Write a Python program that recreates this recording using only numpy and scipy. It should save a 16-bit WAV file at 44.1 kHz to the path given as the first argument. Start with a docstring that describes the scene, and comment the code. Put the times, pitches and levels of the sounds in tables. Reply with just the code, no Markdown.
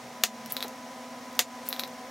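"""At a workbench in a small room, a spring-loaded desoldering pump is fired twice at close range.
The catch releases the spring; the piston strikes its stop and rebounds, and the impact excites
free vibration of barrel and spring. Re-cocking gives a short frictional slide, a bright catch
click and a few plastic knocks. Fans hum and rush in the background, over a faint low rumble."""
import sys
import numpy as np
from scipy import signal
from scipy.fft import rfft, irfft
from scipy.io import wavfile
from scipy.ndimage import uniform_filter1d

SR = 44100
rng = np.random.default_rng(int(sys.argv[2]) if len(sys.argv) > 2 else 0)


def master_out(mix):
    """Clip the mix to full scale and print it as 16-bit PCM to the path in sys.argv[1]."""
    frames = np.transpose(np.atleast_2d(mix))
    ceiling = np.clip(frames, -1, 1)
    pcm = np.round(ceiling * 32767).astype(np.int16)
    wavfile.write(sys.argv[1], SR, pcm)


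N = 92610

# Events; levels are relative within each source.
# firings: release t/s, level/dB; impact t/s, level/dB; rebound t/s, level/dB; ring level/dB
FIRINGS = [(0.2367, 3, .2371, 5.5, .2388, 0, 2), (1.3913, -2, 1.3923, 7.5, 1.3937, -8, 5)]
# the catch engages: t/s, level/dB
LATCHINGS = [(.5224, -5.5), (1.6888, -4.5)]
# the plunger strikes the barrel: t/s, knock level/dB, grit level/dB, frequency ratio
PLUNGER_KNOCKS = [(.5674, -2.5, -15.5, 0.99), (0.6062, -9.5, -24, 0.93), (0.6267, -2, -14.5, 0.99),
                  (1.707, -18, -30, 0.98), (1.7279, -2.5, -16, 1), (1.7638, -14.5, -26, 0.91),
                  (1.7956, -1, -12, 1), (1.8363, -5.5, -22, 1)]
# light handling contacts: t/s, level/dB
HANDLING_TICKS = [(.4601, -4.5), (.6815, -6), (1.329, -16), (1.352, -13), (1.368, -17), (1.8765, -11.5)]
# the piston slides in the barrel: start t/s, duration/s, level/dB
PISTON_SLIDES = [(0.493, 0.031, -41.5), (0.613, 0.026, -45), (1.647, 0.053, -44.5), (1.791, 0.0064, -38)]
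# the hand meets the bench: t/s, level/dB
HAND_BUMPS = [(.641, -9.5)]

# spectral envelopes of the contacts and the spring's rattle: f/Hz, relative level/dB
PISTON_SPECTRUM = [(60, -32), (200, -21), (450, -6.5), (900, -2.5), (1600, 1.5), (2200, 0.5), (3200, 7.5),
                   (4400, 4), (5400, 2), (7000, 4), (9500, -9), (12000, -27), (14300, 3.5), (16500, -22)]
CATCH_SPECTRUM = [(200, -40), (3000, -24), (8000, -21), (10000, -10.5), (11300, -5), (12100, -4),
                  (13100, 4), (14400, -14), (15500, -3), (17000, -12)]
KNOCK_SPECTRUM = [(80, -28), (350, -14), (800, -8), (2650, -6.5), (3080, -10.5), (3500, -1.5), (4000, 5.5),
                  (4500, -6.5), (5700, -10.5), (7000, -21.5), (16000, -34)]
GRIT_SPECTRUM = [(200, -35), (3000, -17), (6000, -7), (7700, -7), (8800, -13), (10500, -4.5), (12000, 0.5),
                 (13800, 2.5), (14800, 0), (16000, -15)]
TICK_SPECTRUM = [(200, -3), (4300, -7), (5700, -2.5), (9000, -9), (12500, -4), (16000, -9.5)]
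SLIDE_SPECTRUM = [(200, -11), (1500, -7), (4000, -5.5), (6000, -8), (8000, -7.5), (12000, -9), (16000, -15)]
BUMP_SPECTRUM = [(80, -26), (280, -10), (400, -0.5), (650, -5), (850, -1.5), (1300, -14), (4000, -25),
                 (16000, -60)]
RATTLE_SPECTRUM = [(60, -39), (170, -8), (290, -1.5), (500, -1), (1100, -1), (1700, 3.5), (2800, 0),
                   (4500, -2.5), (6500, 2), (9000, -1.5), (13500, -4.5), (16500, -32)]
# normal modes of the barrel: f/Hz, relative level/dB, T60/s
BARREL_MODES = [(515, -6, .085), (728, -1, .09), (890, -6, .08), (1860, -2, .075), (2028, -2, .08),
                (2580, -4, .08), (2703, -4, .1), (3511, 0, .08), (4225, -2, .075), (4612, 1, .075),
                (4782, -2, .08), (5925, -2, .1), (6109, -1, .09), (6925, -1, .1)]
# decay times of the spring and of the room: f/Hz, T60/s
SPRING_T60 = [(300, 0.1), (1500, 0.087), (5000, 0.11), (14000, .075)]
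REVERB_T60 = [(200, 0.16), (1000, 0.093), (4000, .11), (14000, 0.1)]
# stereo difference against the common part, for rattle and reflections, and for air: f/Hz, level/dB
DIFFUSE_WIDTH = [(200, -54), (900, -53), (3000, -31), (4500, -14), (9000, -15), (15000, -3)]
AIR_WIDTH = [(120, -50), (240, -46), (480, -28.5), (950, -24.5), (1200, -11.5), (2500, -10.5), (7500, -8),
             (15000, -1.5)]

# spectral envelopes of the background noises: f/Hz, relative level/dB
AIR_SPECTRUM = [(15, -78), (25, -51), (43, -56), (66, -28), (145, -15), (206, -15.5), (223, -2), (249, -13),
                (344, -17.5), (516, -10.5), (695, -9), (775, -10), (936, -12), (1020, -7), (1160, -17.5),
                (2050, -14.5), (2550, -21), (5570, -24), (16000, -37.5)]
HISS_SPECTRUM = [(200, -42), (4500, -36), (5500, 3), (6000, -3), (6700, -2.5), (7600, -16), (16000, -33)]
RUMBLE_SPECTRUM = [(20, -40), (60, -10), (95, -9.5), (130, 6), (165, -6.5), (200, 5.5), (260, -9),
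                   (500, -59), (2000, -70)]
# weaker lines of the hum: f/Hz, level/dB, rms wander/Hz
HUM_LINES = [(300, -68.5, 2.3), (452, -73.5, 6.3), (484.6, -64.5, 4.74), (525, -58, 11.6), (654, -56, 9.68),
             (749.6, -55, 6.97), (1255, -59.5, 7.84)]
# run-up of the second fan: t/s, blade-passing f/Hz, level/dB
FAN_RUN_UP = [(0, 231.4, -82), (0.219, 222.5, -53), (.29, 216, -45), (.38, 225, -53), (.47, 225.4, -45),
              (.56, 259, -50.5), (1.2, 260.6, -51.5), (2.1, 262.8, -53.5)]
# its harmonics: order, relative level/dB, rms wander/Hz, rms flutter/dB
FAN_HARMONICS = [(1, -1, 0.89, 0), (2, -2.5, 12.1, 4), (3, -7, 12.9, 3.5)]
# envelope of the rumble: t/s, level/dB
RUMBLE_ENVELOPE = [(0, -55), (.06, -55.5), (.16, -70), (0.301, -73), (0.402, -60), (.495, -61), (.535, -66),
                   (1.219, -76), (1.32, -60), (1.44, -61.5), (1.82, -70), (1.91, -57), (2.1, -78)]


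def shots(piston_db=10.5, chatter_db=2):
    """Impact excitation: the released piston hits its stop, rebounds and chatters; the pump rings."""
    out = np.zeros((2, N))
    for release_s, release_db, impact_s, impact_db, rebound_s, rebound_db, ring_db in FIRINGS:
        add(out, release_s, amp(release_db) * catch())
        add(out, impact_s, amp(piston_db + impact_db) * click(PISTON_SPECTRUM))
        add(out, rebound_s, amp(piston_db + rebound_db) * click(PISTON_SPECTRUM, pitch=1.08))
        add(out, rebound_s, amp(chatter_db + ring_db) * scuff(PISTON_SPECTRUM, decay_s=0.0019))
        add(out, impact_s, amp(ring_db) * ringing())
    return out


def ringing(rise_s=0.0015):
    """Damped free vibration: discrete modes of the barrel and a dense, noise-like rattle of the spring."""
    t = np.arange(SR // 4) / SR
    barrel = sum(amp(db - 60 * t / t60) * np.sin(2 * np.pi * (hz * t + rng.random()))
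                 for hz, db, t60 in BARREL_MODES)
    noise = tint(rng.standard_normal((2, len(t))), RATTLE_SPECTRUM)
    spring = spread(die_away(noise, SPRING_T60)[:, :len(t)], DIFFUSE_WIDTH)
    return (amp(-27.5) * barrel + amp(4.5) * spring) * np.minimum(t / rise_s, 1)


def catch():
    """A small, stiff body resonates high: the steel catch clicks brightly, a little to the left."""
    return pan(amp(2.5) * click(CATCH_SPECTRUM), left_db=3.0)


def cocking():
    """Friction and light impacts: the piston slides, the catch engages, the loose plunger knocks."""
    out = np.zeros((2, N))
    for s, duration_s, db in PISTON_SLIDES:
        add(out, s, amp(db) * slide(duration_s))
    for s, db in LATCHINGS:
        add(out, s, amp(db) * catch())
    for s, knock_db, grit_db, pitch in PLUNGER_KNOCKS:
        add(out, s, amp(knock_db - 2.5) * click(KNOCK_SPECTRUM, pitch))
        tick = scuff(GRIT_SPECTRUM, decay_s=0.0005)
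        scrape = amp(-2) * scuff(GRIT_SPECTRUM, decay_s=0.012)
        add(out, s, pan(amp(grit_db) * (tick + scrape), left_db=4.0))
    for s, db in HANDLING_TICKS:
        add(out, s, amp(db - 12) * scuff(TICK_SPECTRUM, decay_s=0.0012))
    return out


def slide(duration_s, grains_per_s=8000):
    """Sliding friction: random micro-impacts of uneven strength under a half-sine envelope."""
    envelope = np.sin(np.linspace(0, np.pi, round(duration_s * SR)))
    strengths = rng.standard_normal(N) * amp(3.2 * np.minimum(rng.exponential(1, N), 4))
    grains = strengths * (rng.random(N) < grains_per_s / SR)
    return envelope * tint(grains, SLIDE_SPECTRUM)[:len(envelope)]


def click(spectrum, pitch=1, size=2048):
    """An ideal impact: the minimum-phase impulse response of a spectrum, at unit energy."""
    hz = abs(np.fft.fftfreq(size, 1 / SR))
    log_gain = np.log(amp(value_at(spectrum, hz / pitch)))
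    response = np.exp(np.conj(signal.hilbert(log_gain)))
    impulse = np.fft.ifft(response).real[:size // 2]
    return impulse / np.linalg.norm(impulse)


def scuff(spectrum, decay_s):
    """A rough contact: a decaying random force drives the impulse response, at unit energy."""
    t = np.arange(SR // 16) / SR
    force = rng.standard_normal(len(t)) * np.exp(-t / decay_s)
    burst = signal.fftconvolve(force, click(spectrum))
    return burst / np.linalg.norm(burst)


def hand_bump(swell_s=0.0073):
    """A soft contact builds slowly and excites little treble: the hand thuds on the bench."""
    out, t = np.zeros(N), np.arange(SR // 8) / SR
    for s, db in HAND_BUMPS:
        thud = tint(rng.standard_normal(len(t)), BUMP_SPECTRUM) * t * np.exp(-t / swell_s)
        add(out, s, amp(db) * thud / np.linalg.norm(thud))
    return out


def room(x, delay_s=0.002):
    """Reverberation: convolution with short, dense reflections from the bench and nearby walls."""
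    tail = spread(die_away(rng.standard_normal((2, SR // 4)), REVERB_T60), DIFFUSE_WIDTH)
    out = np.zeros((2, N))
    add(out, delay_s, signal.fftconvolve(x, tail, axes=1))
    return out


def fans():
    """Broadband flow noise and the tones of rotation: air, hiss, steady hum and whine, a second fan."""
    air = spread(tint(rng.standard_normal((2, N)), AIR_SPECTRUM), AIR_WIDTH)
    air *= amp(-46 + 0.2 * drift(rate_hz=36))
    hum = amp(-50) * tone(hz=241.6, wander_hz=1.0, flutter_db=2.0)
    whine = amp(-51) * tone(hz=999.3, wander_hz=3.03, flutter_db=0.84)
    hum += sum(amp(db) * tone(hz, wander, flutter_db=2.5) for hz, db, wander in HUM_LINES)
    second_fan = accelerating_fan()
    hiss = amp(-60) * tint(rng.standard_normal(N), HISS_SPECTRUM)
    return air + hiss + hum + whine + second_fan


def accelerating_fan(brighten_db_per_hz=0.43):
    """Harmonics of the blade-passing frequency follow the speed; the upper ones strengthen with it."""
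    t = np.arange(N) / SR
    times, rates, levels = np.transpose(FAN_RUN_UP)
    blade_hz, level_db = np.interp(t, times, rates), np.interp(t, times, levels)
    upper_db = brighten_db_per_hz * (blade_hz - blade_hz.max())
    return sum(amp(level_db + db + upper_db * (order > 1)) * tone(order * blade_hz, wander, flutter)
               for order, db, wander, flutter in FAN_HARMONICS)


def rumble():
    """Amplitude-modulated low-frequency noise: a faint rumble that comes and goes."""
    level_db = np.interp(np.arange(N) / SR, *np.transpose(RUMBLE_ENVELOPE))
    return amp(level_db) * tint(rng.standard_normal(N), RUMBLE_SPECTRUM)


def tone(hz, wander_hz, flutter_db):
    """Random frequency and amplitude modulation broaden a spectral line; unit rms."""
    cycles = np.cumsum(hz + wander_hz * drift(rate_hz=15.35)) / SR + rng.random()
    return unit_rms(np.sin(2 * np.pi * cycles) * amp(flutter_db * drift(rate_hz=16)))


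def drift(rate_hz):
    """Low-pass filtered noise: a slow random fluctuation of about unit rms."""
    low_pass = np.exp(-(np.fft.rfftfreq(2 * N, 1 / SR) / rate_hz) ** 2)
    return unit_rms(irfft(rfft(rng.standard_normal(2 * N)) * low_pass))[:N]


def die_away(x, t60_table, size=128):
    """Frequency-dependent damping: each band falls 60 dB in its own T60; unit energy."""
    hz, t, bands = signal.stft(x, SR, nperseg=size)
    decay = amp(-60 * t / value_at(t60_table, hz)[:, None])
    damped = signal.istft(bands * decay, SR, nperseg=size)[1]
    return damped / np.linalg.norm(damped, axis=-1, keepdims=True)


def spread(pair, width):
    """Mid-side stereo: the difference grows towards the treble and decorrelates left and right."""
    mid, side = pair[0], filtered(pair[1], width)
    return mid + np.array([side, -side])


def pan(x, left_db):
    """A level difference between the channels shifts the source to one side."""
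    return x * amp([[left_db / 2], [-left_db / 2]])


def tint(x, spectrum):
    """Spectral shaping of noise, at unit rms."""
    return unit_rms(filtered(x, spectrum))


def filtered(x, gains):
    """Zero-phase filtering by a table of gains."""
    size = x.shape[-1]
    return irfft(rfft(x) * amp(value_at(gains, np.fft.rfftfreq(size, 1 / SR))), size)


def value_at(table, hz):
    """Interpolation on a logarithmic frequency axis."""
    f, value = np.transpose(table)
    return np.interp(np.log(hz + 1), np.log(f + 1), value)


def amp(db):
    """Amplitude ratio of a level in decibels."""
    return 10 ** (np.asarray(db) / 20)


def unit_rms(x):
    """Normalisation to an rms of 1."""
    return x / np.sqrt(np.mean(x ** 2) + 1e-20)


def add(mix, s, sound):
    """Superposition of a sound on the mix, starting at time s."""
    part = mix[..., max(round(s * SR), 0):][..., :sound.shape[-1]]
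    part += sound[..., :part.shape[-1]]


def scene():
    """Superposition of the pump's direct sound, its reflections and the background."""
    fired, cocked = shots(), cocking()
    reflections = amp(-16) * room(fired) + amp(-6.5) * room(cocked)
    return fired + cocked + reflections + hand_bump() + fans() + rumble()


def record(dry, threshold_db=-14, reduction_share=0.57, recovery_db_per_s=94, ceiling=0.68):
    """Compression dips the gain after each shot; saturation rounds the peaks; filters limit the band."""
    power = abs(uniform_filter1d((dry ** 2).mean(0), size=88))  # 2 ms average
    power_db = 10 * np.log10(power + 1e-12)
    recovery_db = np.arange(N) * recovery_db_per_s / SR
    held_db = np.maximum.accumulate(power_db + recovery_db) - recovery_db  # peaks fall back steadily
    excess_db = np.maximum(held_db - threshold_db, 0)
    ducked = dry / amp(reduction_share * uniform_filter1d(excess_db, size=44))
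    rounded = ceiling * np.tanh(ducked / ceiling)
    low_cut = signal.butter(2, 55, "high", fs=SR, output="sos")
    high_cut = signal.firwin(161, 16300, window=("kaiser", 9), fs=SR)
    return signal.oaconvolve(signal.sosfilt(low_cut, rounded), high_cut[None], "same", axes=1)


dry = scene()
out = record(dry)
master_out(out)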